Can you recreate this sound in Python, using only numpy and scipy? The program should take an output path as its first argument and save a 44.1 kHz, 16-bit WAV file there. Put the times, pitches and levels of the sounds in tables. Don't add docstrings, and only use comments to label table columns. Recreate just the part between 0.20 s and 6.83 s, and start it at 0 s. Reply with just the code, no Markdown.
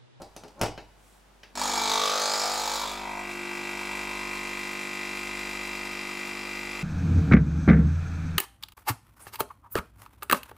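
import sys
import numpy as np
from scipy import signal
from scipy.fft import rfft, irfft
from scipy.io import wavfile
from scipy.ndimage import uniform_filter1d

SR = 44100
rng = np.random.default_rng(int(sys.argv[2]) if len(sys.argv) > 2 else 0)


def pcm_store(signal):
    levels = np.round(np.clip(np.atleast_2d(signal), -1, 1) * 32767)
    wavfile.write(sys.argv[1], SR, levels.astype(np.int16).T)


N = 292383
TIME = np.arange(N) / SR
TAPS = 16384
GRID_HZ = np.maximum(np.arange(TAPS // 2 + 1) * SR / TAPS, 1)

MAINS_HZ = 50
PUMP_ON_S = 1.34
PRIMED_S = 1.775
FLOW_S = 3.7


def free_plunger(load):
    # (frequency [Hz], relative level [dB])
    knock_spectrum = [(250, -28.5), (400, -7.5), (700, -4.5), (830, -0.5), (1020, -13), (1150, -1),
                      (1380, -7), (1550, -11.5), (2000, -19), (2330, -10.5), (2550, -20.5), (4000, -14),
                      (7000, -33), (11000, -46)]
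    # (frequency [Hz], relative level [dB])
    rattle_spectrum = [(500, -37), (900, -7), (2350, -4.5), (3000, -11.5), (3300, -8.5), (4700, -1),
                       (5900, -6), (7400, -3), (8700, -14.5), (10300, -14), (11700, -14), (16000, -22)]
    # (time [s], lower ring [Hz], its level re rattle [dB], upper ring [Hz], its level [dB])
    valve_rings = [(1.35, 4400, -12, 6900, -1), (1.48, 4150, -4, 6630, 0), (1.68, 4020, 2, 6400, -2.5),
                   (1.84, 3530, 3, 4940, -19), (2.02, 4400, -0.5, 6230, 1), (2.2, 5360, 0.5, 7100, -4),
                   (2.36, 4300, -4, 6700, 0.5), (2.66, 3700, 1, 6840, -5), (2.95, 3160, 1, 6900, -1)]
    hardest_s = 2.03
    rebound_s, rebound_swing_s = 0.002605, 0.00206
    rebound_haste_s_per_s = 0.00123
    rattle_cushioning = 0.77
    treble_hz, treble_gain_per_s = 10900, 1.3

    knock_db = -38 + arch_db(hardest_s, rise_db_per_s=3, fall_db_per_s=4.5)
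    rattle_db = -33.5 + arch_db(hardest_s, rise_db_per_s=0, fall_db_per_s=6)
    blows = np.sqrt(1 - load) * strokes(jitter_s=.00002, uneven_db=0.4)

    lag_s = rebound_s + rebound_swing_s * free_swing()
    lag_s = lag_s - rebound_haste_s_per_s * since(PRIMED_S) * (1 - load)
    rebounds = np.interp(TIME - lag_s, TIME, blows)
    knocks = roughen(blows + from_db(-4) * rebounds, rough=0.11, decay_s=0.023)
    knock = colour(knocks * from_db(knock_db), slope(knock_spectrum), 304, 826)

    hiss = roughen(blows, rough=0.48, decay_s=0.0052)
    hiss = hiss * from_db(rattle_db) * (1 - load) ** rattle_cushioning
    rattle = colour(hiss, ribbed(rattle_spectrum, depth_db=3, size=20), 2700, 15000)
    treble = signal.sosfilt(signal.butter(1, treble_hz, "high", fs=SR, output="sos"), rattle)
    rattle = rattle + treble_gain_per_s * since(hardest_s) * treble

    low_hz, low_db, high_hz, high_db = in_time(valve_rings)
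    valve = 0
    for hz, db in ((low_hz, low_db), (high_hz, high_db)):
        valve = valve + moving_resonance(hiss * from_db(db), hz, width_hz=750)
    valve = signal.sosfilt(signal.butter(2, [2800, 9000], "band", fs=SR, output="sos"), valve)

    hollow = kitchen(knock, early_s=0.006, tail_db=2, side_db=-18, notch=.2, count=3)
    return hollow + sum(kitchen(part, early_s=0.0035, tail_db=1, side_db=-18) for part in (rattle, valve))


def loaded_plunger(load, pressure):
    # (frequency [Hz], -6 dB width [Hz], level while pressure builds [dB], level in flow [dB])
    casing_modes = [(500, 420, -11.5, -9), (800, 360, -6, -8), (1150, 60, -1.5, -5.5), (1261, 50, -2.5, -3),
                    (1429, 78, -3.5, -4), (1584, 120, -5, -7), (1800, 55, -13, -6), (1960, 62, 1, 2.5),
                    (2055, 117, -0.5, 4), (2275, 140, -0.5, -2), (2350, 39, 3, 3), (2418, 86, 1, 4.5),
                    (2570, 170, -4.5, -6), (2590, 54, -3.5, -1), (2700, 24, 2.5, 2.5),
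                    (2800, 33, -7.5, -5.5), (3168, 120, -9, -9.5)]
    # (frequency [Hz], relative level [dB])
    fizz_spectrum = [(2300, -15), (3100, -7), (3900, -4), (6500, -9.5), (7900, -7), (8900, -14),
                     (12200, -16), (15800, -26.5)]
    brighten_s = 0.37
    tick_hz, tick_db, tick_build_s = 4860, -54.5, 1.4

    buzz_db = -36.5 - 8.5 * (1 - pressure)
    fizz_db = -43 - 12.5 * (1 - pressure)
    blows = np.sqrt(load) * strokes(jitter_s=.000016, uneven_db=0.46, lead_s=0.0008)

    shaking = roughen(blows, rough=0.14, decay_s=0.0082) * from_db(buzz_db)
    hz, width_hz, building_db, flowing_db = np.transpose(casing_modes)
    building = colour(shaking, resonances(zip(hz, width_hz, building_db)), 1720, 3000)
    flowing = colour(shaking, resonances(zip(hz, width_hz, flowing_db)), 1720, 4600)
    buzz = building + np.clip(since(FLOW_S) / brighten_s, 0, 1) * (flowing - building)

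    panels = ribbed(fizz_spectrum, depth_db=2, size=20)
    fizz = colour(roughen(blows, rough=0.39, decay_s=0.0083) * from_db(fizz_db), panels, 3740, 16500)

    closings = roughen(strokes(jitter_s=.00001, uneven_db=.3, lead_s=.0023), rough=.15, decay_s=.0015)
    tick_rise = np.clip(since(FLOW_S) / tick_build_s, 0, 1) ** 2
    tick = tube_ring(closings * tick_rise * from_db(tick_db), np.full(N, tick_hz), width_hz=220)

    casing = kitchen(buzz, early_s=0.002, tail_db=1, side_db=-17, notch=.1, count=3)
    valve = kitchen(tick, early_s=0.0007, tail_db=-6, side_db=-17)
    return casing + valve + kitchen(fizz, early_s=0.011, tail_db=5.0, side_db=-19.5)


def water():
    # (time [s], frequency [Hz], level [dB])
    column_curve = [(2.7, 915, -54), (3.45, 948, -45), (3.95, 1002, -43.5), (4.7, 1020, -49),
                    (6.6, 930, -50.5)]
    # (peak [s], half length [s], frequency at peak [Hz], glide [Hz/s], level [dB])
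    gushes = [(1.414, 0.035, 930, 2, -32), (1.6, 0.093, 866, 100, -30.5), (1.573, 0.06, 2310, 0, -35.5),
              (1.76, 0.03, 900, 500, -31.5), (1.803, 0.085, 1150, 403, -32),
              (1.917, 0.041, 1230, 1000, -33), (2.11, 0.19, 1360, 250, -49), (1.875, 0.26, 500, 480, -38.5),
              (2.104, 0.092, 810, 1, -35), (2.286, 0.12, 722, 298, -36.5), (2.485, 0.15, 840, 200, -36),
              (2.637, 0.019, 966, 0, -31.5), (2.91, 0.075, 934, 0, -38), (2.92, 0.15, 706, 2, -42)]
    flow_build_s = 3.43
    sputter_db = 0.5
    gurgle_hz, gurgle_db = 1230, 1

    flow = np.clip(since(FLOW_S) / flow_build_s, 0, 1)
    pushes = strokes(jitter_s=.00002, uneven_db=1.6, skipping=1, lead_s=0.000772)
    pushes = pushes * from_db(sputter_db * flow * rng.standard_normal(N))
    pushes = roughen(pushes, rough=0.05 + 2.2 * flow ** 2, decay_s=0.032)

    column_hz, column_db = in_time(column_curve)
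    steady = pushes * from_db(column_db)
    ringing = tube_ring(steady, column_hz, width_hz=170)
    gurgle = tube_ring(steady * from_db(gurgle_db), np.full(N, gurgle_hz), width_hz=210)
    ringing -= np.sqrt(flow) * gurgle
    for peak_s, half_s, hz, glide_hz_per_s, db in gushes:
        near = np.abs(TIME - peak_s) < 3 * half_s
        age_s = TIME[near] - peak_s
        swell = from_db(db) * np.exp(-(age_s / half_s) ** 2 / 2)
        ringing[near] += tube_ring(pushes[near] * swell, hz + glide_hz_per_s * age_s, width_hz=180)
    return kitchen(ringing, early_s=.003, tail_db=-3.5, side_db=-13, notch=.1, count=4)


def coil(load, pressure):
    # (multiple of mains [1], relative level without load [dB], relative level under load [dB])
    hum_lines = [(2, -17, -16), (3, -15, -7.5), (4, -3.5, 2), (5, 2.5, 1), (6, -14, -6)]
    drone_pressure, drone_pressure_width = 0.75, 0.13

    hum_db = -50.5 - 5 * (1 - pressure) + 6 * unprimed()
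    in_tune = np.exp(-((pressure - drone_pressure) / drone_pressure_width) ** 2) * (TIME < FLOW_S)
    drone_db = -47 - 7.5 * (1 - pressure) + 6.5 * in_tune
    running = np.clip((TIME - PUMP_ON_S) * MAINS_HZ / 2, 0, 1)

    turn = 2 * np.pi * MAINS_HZ * TIME
    lines = 0
    for multiple, free_db, loaded_db in hum_lines:
        gain = from_db(free_db + load * (loaded_db - free_db))
        lines = lines + gain * np.sin(multiple * turn + 2 * np.pi * rng.random())
    drone = from_db(drone_db) * np.sin(7 * turn)
    rumble = colour(rng.standard_normal(N), resonances([(403, 930, 0)]), 100, 610)
    hum = from_db(hum_db) * (np.sqrt(2) * lines + from_db(-9.5) * rumble)
    fundamental = from_db(-57.0 + 4.4 * load) * np.sin(turn)
    return running * (hum + np.sqrt(2) * drone + fundamental)


def strokes(jitter_s, uneven_db, skipping=0, lead_s=0):
    # (from [s], to [s], weakening [dB])
    limps = [(1.38, 1.67, 9), (3.36, 3.7, 4)]
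    start_s = 0.018
    cycles = np.arange(PUMP_ON_S, N / SR - 1 / MAINS_HZ, 1 / MAINS_HZ)
    chance = rng.standard_normal((len(cycles), 2))
    landing_s = .0138 + .0021 * free_swing() - .0015 * water_pressure()
    times = cycles + np.interp(cycles, TIME, landing_s) - lead_s + jitter_s * chance[:, 0]
    starting = 1 - np.exp(-(times - PUMP_ON_S) / start_s)
    limp_db = sum(db * (times > start) * (times < end) for start, end, db in limps)
    weak = np.arange(len(cycles)) % 2 == 0
    force = from_db(uneven_db * chance[:, 1] - skipping * limp_db * weak)
    return clicks(times, starting * np.sqrt(SR / MAINS_HZ) * force)


def unprimed():
    priming_takes_s = .05
    return (1 - np.tanh((TIME - PRIMED_S) / (2 * priming_takes_s))) / 2


def water_pressure():
    full_s, build_s, sag_per_s = 2.55, .5, .065
    return (1 - np.exp(-since(full_s) / build_s)) * (1 - sag_per_s * since(FLOW_S))


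def water_load():
    cushion_pressure = .53
    return np.clip(water_pressure() / cushion_pressure, 0, 1)


def free_swing():
    swing_build_s = .12
    return (1 - np.exp(-since(PUMP_ON_S) / swing_build_s)) * (1 - water_load())


def lever():
    # (time [s], body [dB], clack [dB], tick [dB]), relative levels
    contacts = [(0.016, -34.5, -50, -50.5), (0.161, -35, -49, -46.5), (0.233, -38, -49, -57),
                (0.278, -52, -58, -62), (0.391, -57, -59, -59), (0.4106, -17, -25.5, -30.5),
                (0.415, -26, -46, -54), (0.431, -17.5, -34, -42), (0.458, -44, -39, -49),
                (0.5744, -31.5, -39.5, -66), (1.23, -47, -44, -63)]
    # (frequency [Hz], -6 dB width [Hz], relative level [dB])
    housing_modes = [(190, 390, 0), (345, 300, 4), (417, 55, 2.5), (510, 90, -9.5), (600, 140, 3),
                     (744, 470, 5), (960, 230, -16), (1370, 130, -6)]
    # (frequency [Hz], relative level [dB])
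    clack_spectrum = [(600, -17), (1300, 2.5), (3000, 4), (3600, -2.5), (4500, 0.5), (6300, -7),
                      (8500, -25)]
    # (frequency [Hz], relative level [dB])
    tick_spectrum = [(3000, -6.5), (5400, 3.5), (7500, -2), (10000, -7), (16000, -16)]
    # (frequency [Hz], level [dB], t60 [s])
    latch_modes = [(50.4, -42, 0.66), (110.3, -28.5, 0.37), (2950, -50.5, 0.77)]
    # (time of giving way [s], level [dB])
    rubs = [(0.0, -38.5), (0.248, -44.5), (0.411, -34)]
    latch_s, delay_s = 0.412, .0025

    s, body_db, clack_db, tick_db = np.transpose(contacts)
    s = s + delay_s
    rubbing = sum(from_db(db + arch_db(at, rise_db_per_s=420, fall_db_per_s=500)) for at, db in rubs)
    sliding = rubbing * rng.standard_normal(N)
    body = colour(clicks(s, from_db(body_db + 20.5)) + sliding, resonances(housing_modes), 200, 1200)
    clacks = roughen(clicks(s, from_db(clack_db + 24.0)), rough=0.61, decay_s=0.0068)
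    clack = colour(clacks, slope(clack_spectrum), 1540, 5300)
    ticks = roughen(clicks(s, from_db(tick_db + 28.5)), rough=0.97, decay_s=0.0021)
    tick = colour(ticks, slope(tick_spectrum), 5500, 15000)

    age_s = since(latch_s)
    thump = 0
    for hz, db, t60_s in latch_modes:
        decay = np.exp(-np.log(1000) * age_s / t60_s)
        thump = thump + from_db(db) * decay * np.sin(2 * np.pi * hz * age_s)
    swell = 1 - np.exp(-age_s / 0.003)

    dull = kitchen(body, early_s=0.014, tail_db=0.5, side_db=-18.0, notch=0.95)
    bright = kitchen(clack + tick, early_s=0.003, tail_db=-0.5, side_db=-16.5, notch=1.2)
    return dull + bright + swell * thump


def sleeve():
    # (frequency [Hz], relative level [dB])
    cloth_spectrum = [(1000, -13), (3000, -3), (8000, 3), (15000, -4)]
    peak_s, half_s, level_db = 0.9, 0.079, -66.5
    swell = from_db(level_db) * np.exp(-((TIME - peak_s) / half_s) ** 2 / 2)
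    swish = swell * colour(rng.standard_normal(N), slope(cloth_spectrum), 4000, 14000)
    return kitchen(swish, early_s=.002, tail_db=-6, side_db=-16)


def room_tone():
    # (frequency [Hz], relative level [dB])
    air_spectrum = [(41, -42), (70, -13), (108, -5), (375, -10), (887, -8.5), (1040, -11.5), (1640, -15),
                    (9810, -28.5), (15800, -36)]
    mid, side = (colour(rng.standard_normal(N), slope(air_spectrum), 100, 15800) for _ in range(2))
    motor = np.sin(2 * np.pi * 49.25 * TIME)
    return from_db(-61) * (mid + from_db(-3.5) * side * [[1], [-1]]) + from_db(-59) * motor


def kitchen(x, early_s, tail_db, side_db, notch=0.93, count=1):
    # (frequency [Hz], t60 [s])
    reverberation = [(100, 0.74), (300, 0.27), (800, 0.35), (2000, 0.29), (5000, 0.33), (13000, 0.18)]
    t = np.arange(TAPS) / SR
    edges_hz = np.r_[0, np.geomspace(150, 14000, 22), SR]
    white, tail = rfft(rng.standard_normal((2, TAPS))), 0
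    for low, high in zip(edges_hz, edges_hz[1:]):
        t60_s = at_hz(reverberation, (low + high) / 2)
        band = irfft(white * (GRID_HZ >= low) * (GRID_HZ < high))
        tail = tail + band * np.exp(-np.log(1000) * t / t60_s)
    tail = tail / np.linalg.norm(tail[0])
    early = rng.standard_normal(TAPS) * np.exp(-t / early_s)
    mid = early / np.linalg.norm(early) + from_db(tail_db) * tail[0]
    for _ in range(count):
        paths = rfft(mid, 2 * TAPS)
        mid = irfft(paths / np.hypot(np.abs(paths), notch))[:TAPS]
    mid = mid * np.cos(np.pi / 2 * t / t[-1]) ** 2
    both = mid / np.linalg.norm(mid) + from_db(side_db) * tail[1] * [[1], [-1]]
    return signal.oaconvolve(x[None], both, axes=1)[:, :N]


def tube_ring(x, hz, width_hz):
    twice = moving_resonance(moving_resonance(x, hz, width_hz), hz, width_hz)
    return twice * np.sqrt(2 * np.pi * width_hz / SR)


def moving_resonance(x, hz, width_hz, size=128):
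    r, out, state = np.exp(-np.pi * width_hz / SR), np.zeros(len(x)), np.zeros(2)
    for i in range(0, len(x), size):
        poles = [1, -2 * r * np.cos(2 * np.pi * hz[i] / SR), r * r]
        out[i:i + size], state = signal.lfilter([1, 0, -1], poles, x[i:i + size], zi=state)
    return out * np.sqrt((1 - r * r) / 2)


def clicks(times, heights):
    out, at = np.zeros(N + 2), np.clip(times * SR, 0, N - 1)
    np.add.at(out, at.astype(int), heights * (1 - at % 1))
    np.add.at(out, at.astype(int) + 1, heights * (at % 1))
    return out[:N]


def bursts(impulses, decay_s):
    r = np.exp(-2 / (decay_s * SR))
    power = signal.lfilter([1 - r], [1, -r], impulses ** 2 + 1e-18)
    return np.sqrt(power) * rng.standard_normal(N)


def roughen(impulses, rough, decay_s):
    rough = np.clip(rough, 0, 1)
    return np.sqrt(1 - rough) * impulses + np.sqrt(rough) * bursts(impulses, decay_s)


def colour(x, gain, low_hz, high_hz):
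    gain = gain / np.sqrt(np.mean(gain ** 2 * (GRID_HZ > low_hz) * (GRID_HZ < high_hz)))
    cepstrum = irfft(np.log(gain + 1e-4))
    cepstrum[1:TAPS // 2] *= 2
    cepstrum[TAPS // 2 + 1:] = 0
    return signal.oaconvolve(x, irfft(np.exp(rfft(cepstrum))))[:N]


def resonances(modes):
    power = 0
    for hz, width_hz, db in modes:
        power = power + (from_db(db) / (1 + (2 * (GRID_HZ - hz) / width_hz) ** 2)) ** 2
    return np.sqrt(power)


def ribbed(points, depth_db, size):
    ribs = uniform_filter1d(rng.standard_normal(len(GRID_HZ)), size)
    return slope(points) * from_db(depth_db * ribs / ribs.std())


def slope(points):
    return from_db(at_hz(points, GRID_HZ))


def at_hz(points, hz):
    table_hz, values = np.transpose(points)
    return np.interp(np.log(hz), np.log(table_hz), values)


def in_time(rows):
    s, *columns = np.transpose(rows)
    return [np.interp(TIME, s, column) for column in columns]


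def since(start_s):
    return np.maximum(TIME - start_s, 0)


def arch_db(peak_s, rise_db_per_s, fall_db_per_s):
    return np.minimum(rise_db_per_s * (TIME - peak_s), -fall_db_per_s * (TIME - peak_s))


def from_db(db):
    return 10 ** (np.asarray(db) / 20)


def scene():
    # (frequency [Hz], relative level [dB]); colour() evens the overall level
    lean_spectrum = [(150, 1), (550, 3.5), (2500, 3), (5000, 2), (8500, 0), (12000, 2.5)]
    pressure, load = water_pressure(), water_load()
    pump = free_plunger(load) + loaded_plunger(load, pressure) + water() + coil(load, pressure)
    left, right = lever() + sleeve() + pump
    lean = np.sqrt(slope(lean_spectrum))
    return np.array([colour(left, lean, 0, SR), colour(right, 1 / lean, 0, SR)]) + room_tone()


def record(dry):
    return signal.sosfilt(signal.ellip(12, .1, 80, 15900, fs=SR, output="sos"), dry)


dry = scene()
out = record(dry)
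pcm_store(out)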